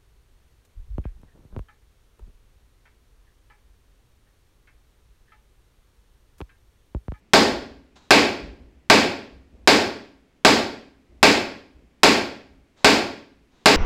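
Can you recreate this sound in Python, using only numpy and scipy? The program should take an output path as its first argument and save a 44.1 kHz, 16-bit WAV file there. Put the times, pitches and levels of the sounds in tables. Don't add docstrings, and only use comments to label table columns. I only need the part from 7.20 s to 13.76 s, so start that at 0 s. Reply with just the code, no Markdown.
import sys
import numpy as np
from scipy import signal
from scipy.fft import rfft, irfft
from scipy.io import wavfile
from scipy.ndimage import uniform_filter1d

SR = 44100
rng = np.random.default_rng(int(sys.argv[2]) if len(sys.argv) > 2 else 0)


def int16_out(signal):
    q = np.round(np.clip(np.atleast_2d(signal).T, -1, 1) * 32767)
    wavfile.write(sys.argv[1], SR, q.astype(np.int16))


N = 289296
T = np.arange(SR) / SR


# (time [s], gain of the bolt's ringing band [dB])
BLOWS = [(0.1345, -5.5), (0.9067, 1.5), (1.6994, 0.5), (2.4744, -2), (3.2485, -3), (4.0289, 1),
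         (4.8327, -0.5), (5.6451, -0.5), (6.4579, 0)]
def hammer(fresh_share=0.23, knock_hz=(1000, 1800), bolt_hz=(2000, 3000), treble_hz=3500):
    out = np.zeros(N)
    repeated = clatter() + reverberation()
    phases = rng.uniform(0, 2 * np.pi, len(ROOM_MODES))
    for count, (s, bolt_db) in enumerate(BLOWS):
        strength_db, knock_db, hardness_db = seating(count)
        fresh = clatter() + reverberation()
        body = np.sqrt(1 - fresh_share) * repeated + np.sqrt(fresh_share) * fresh
        blow = shove() + crack() + body + standing_waves(phases) + shimmer()
        blow = boost(blow, knock_db, knock_hz, "band")
        blow = boost(blow, bolt_db, bolt_hz, "band")
        blow = boost(blow, hardness_db, treble_hz, "high")
        add(out, s, undb(strength_db) * blow)
    return out


def seating(count, settling_blows=3.5):
    play = np.exp(-(count / settling_blows) ** 2)
    loose = np.array([2, -1.1, -2.5])  # strength, knock of the plank, hardness [dB]
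    seated = np.array([0.1, 0.5, 0.8])
    return seated + play * (loose - seated)


def shove(db=2, hz=1150, t60=0.0048, build_s=0.00058):
    return undb(db) * swell(build_s) * fade(t60) * np.sin(2 * np.pi * hz * T)


# (delay [s], level [dB])
CRACK_CONTACTS = [(0, -4.5), (.0066, -13), (0.0125, -10)]
def crack(db=6, hz=5100, t60=0.0028, lag_s=0.00085, snap_db=-3, snap_t60=0.0018, snap_hz=8000):
    burst = rng.standard_normal(SR) * fade(snap_t60)
    snap = signal.lfilter(*signal.butter(5, snap_hz, fs=SR), burst)
    ping = fade(t60) * np.sin(2 * np.pi * hz * T)
    impact = ping + undb(snap_db) * snap
    out = np.zeros(SR)
    for delay, contact_db in CRACK_CONTACTS:
        add(out, lag_s + delay, undb(db + contact_db) * impact)
    return out


# (frequency [Hz], bandwidth [Hz], level above the dense modes [dB])
TIMBER_MODES = [(85, 7.4, 8), (130, 29, 15), (164, 4.8, 17.5), (209.5, 24, 18.5), (231, 9.9, 12),
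                (263, 8.2, 12), (276, 25, 12.5), (359, 5.3, 8.5), (419.8, 18, 12.5), (432, 17, 8.5),
                (484, 13, 7.5), (553, 12, 6), (623, 30, 7.5), (647, 11, 4), (742, 51, 7), (814, 9.3, 10.5),
                (828.3, 17, 13), (897, 8.6, 9.5), (905, 36, 6.5), (1095, 41, 11.5), (1166, 24, 9.5),
                (1286, 15, 4.5), (1365, 17, 10), (1566, 58, 8.5), (2560, 5.5, 5.5), (2580, 25, 3.5),
                (3350, 8, 9.5), (4050, 50, 3.5), (4420, 70, 4), (4910, 30, 3)]
def timber_gain():
    f = np.fft.rfftfreq(SR, 1 / SR)
    peaks = sum(undb(db) ** 2 / (1 + (2 * (f - hz) / width) ** 2) for hz, width, db in TIMBER_MODES)
    return np.sqrt(1 + peaks)


# (frequency [Hz], level [dB])
CLATTER_SPECTRUM = [(30, -12.5), (75, -19), (150, -16.5), (240, -13.5), (350, -4.5), (800, -4), (1250, -6),
                    (2300, 1), (3100, -5.5), (5000, -5), (5700, -16), (7700, -14), (9000, -26),
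                    (15500, -37)]
def clatter(db=31, t60=0.14, build_s=0.00024):
    burst = rng.standard_normal(SR) * swell(build_s) * fade(t60)
    colour = undb(along(CLATTER_SPECTRUM, SR)) * timber_gain()
    return undb(db) * tint(burst, colour, smooth_hz=45)


def shimmer(db=-49, hz=12600, width_hz=300, t60=0.45):
    band = signal.butter(1, [hz - width_hz / 2, hz + width_hz / 2], "band", fs=SR)
    ring = signal.lfilter(*band, rng.standard_normal(SR))
    return undb(db) * fade(t60) * ring / ring.std()


# (frequency [Hz], level [dB])
REVERB_SPECTRUM = [(40, -24), (70, -18), (140, -17.5), (300, -2.5), (480, -3.5), (900, -7.5), (1280, -12.5),
                   (2400, -5.5), (3100, -12.5), (5000, -11.5), (5900, -20), (7600, -21.5), (8600, -31),
                   (15500, -44.5)]
# (frequency [Hz], T60 [s])
REVERB_T60 = [(80, .7), (300, 0.55), (900, 0.5), (1500, 0.52), (2400, 0.5), (5000, 0.47), (8000, 0.4),
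              (14000, 0.42)]
def reverberation(db=36.0, build_s=0.037, resonance_depth=0.45):
    white = rfft(rng.standard_normal(SR))
    centres, t60s = np.transpose(REVERB_T60)
    tail = np.zeros(SR)
    for weights, t60 in zip(np.eye(len(centres)), t60s):
        band = along(np.column_stack([centres, weights]), SR)
        tail += irfft(white * band) * fade(t60)
    colour = undb(along(REVERB_SPECTRUM, SR)) * timber_gain() ** resonance_depth
    return undb(db) * tint(tail * swell(build_s), colour, smooth_hz=70)


# (frequency [Hz], level [dB], build-up [s], T60 [s])
ROOM_MODES = [(94, -35.5, 0.11, 0.81), (127.6, -29, 0.021, 0.36), (165.6, -28, 0.024, .35),
              (221, -14.5, 0.097, 0.32), (287.7, -16, 0.027, 0.58), (265.7, -29, 0.064, 0.93)]
def standing_waves(phases):
    return sum(undb(db) * swell(build) * fade(t60) * np.sin(2 * np.pi * hz * T + phase)
               for (hz, db, build, t60), phase in zip(ROOM_MODES, phases))


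# (time [s], level [dB])
STEPS = [(0.299, -40), (0.48, -47.5), (1.21, -36), (1.39, -44.5), (2.12, -46), (2.32, -45), (3.89, -48.5),
         (4.54, -49.5), (5.30, -52)]
# (frequency [Hz], level [dB])
STEP_SPECTRUM = [(25, -17), (42, -4.5), (62, 6.5), (100, -15.5), (300, -14), (600, -25.5), (1500, -51),
                 (6000, -57.5), (15000, -75.5)]
def footfalls(heel_s=0.065, sole_lag_s=0.06, sole_db=-7.5, sole_s=0.1):
    heels = [(s, db, heel_s) for s, db in STEPS]
    soles = [(s + sole_lag_s, db + sole_db, sole_s) for s, db in STEPS]
    return soft_contacts(heels + soles, STEP_SPECTRUM)


# (time [s], level [dB], duration [s])
BRUSHES = [(0.755, -51.5, 0.027), (0.785, -60, .09), (5.56, -56, 0.11), (6.29, -64.5, 0.23)]
# (frequency [Hz], level [dB])
BRUSH_SPECTRUM = [(100, 1), (450, 3.5), (1000, 3), (2000, -4.5), (3100, -4.5), (3800, 1), (4900, -8),
                  (6000, -8), (7200, -10), (9000, -24), (15000, -39)]
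def sleeves():
    return soft_contacts(BRUSHES, BRUSH_SPECTRUM)


def soft_contacts(events, spectrum, peak_share=0.47):
    out = np.zeros(N)
    for s, db, duration in events:
        age = T / (duration * peak_share)
        add(out, s, undb(db) * age * np.exp(1 - age) * noise(spectrum, SR))
    return out


# (frequency [Hz], level [dB])
AIR_SPECTRUM = [(25, -4.5), (42, -6.5), (58, 3.5), (90, -9.5), (271, -6), (363, -9), (475, -15), (952, -22),
                (1390, -24.5), (2240, -22.5), (4000, -31), (8300, -38), (15000, -46.5)]
def still_air(db=-60.5):
    return undb(db) * noise(AIR_SPECTRUM, N)


def undb(db):
    return 10 ** (np.asarray(db) / 20)


def along(points, n):
    hz, value = np.transpose(points)
    bins_hz = np.maximum(np.fft.rfftfreq(n, 1 / SR), 1)
    return np.interp(np.log(bins_hz), np.log(hz), value)


def add(track, s, sound):
    start = max(int(s * SR), 0)
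    part = sound[:max(len(track) - start, 0)]
    track[start:start + len(part)] += part


def fade(t60):
    return np.exp(-np.log(1000) * T / t60)


def swell(seconds):
    return 1 - np.exp(-T / seconds)


def noise(spectrum, n):
    coloured = irfft(rfft(rng.standard_normal(n)) * undb(along(spectrum, n)), n)
    return coloured / coloured.std()


def tint(burst, gain, smooth_hz):
    spectrum = rfft(burst)
    smoothed = np.sqrt(np.abs(uniform_filter1d(np.abs(spectrum) ** 2, smooth_hz)))
    cepstrum = irfft(np.log(gain / smoothed))
    cepstrum[1:SR // 2] *= 2
    cepstrum[SR // 2 + 1:] = 0
    return irfft(spectrum * np.exp(rfft(cepstrum)))


def boost(x, db, edges_hz, kind):
    band = signal.lfilter(*signal.butter(1, edges_hz, kind, fs=SR), x)
    return x + (undb(db) - 1) * band


def scene():
    return (still_air() + hammer() + footfalls() + sleeves())[None]


def record(dry, ceiling=0.88, knee=2.3, top_hz=15800):
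    rounded = dry / (1 + np.abs(dry / ceiling) ** knee) ** (1 / knee)
    lowpass = signal.ellip(10, 0.2, 70, top_hz, fs=SR, output="sos")
    return signal.sosfilt(lowpass, rounded)


dry = scene()
out = record(dry)
int16_out(out)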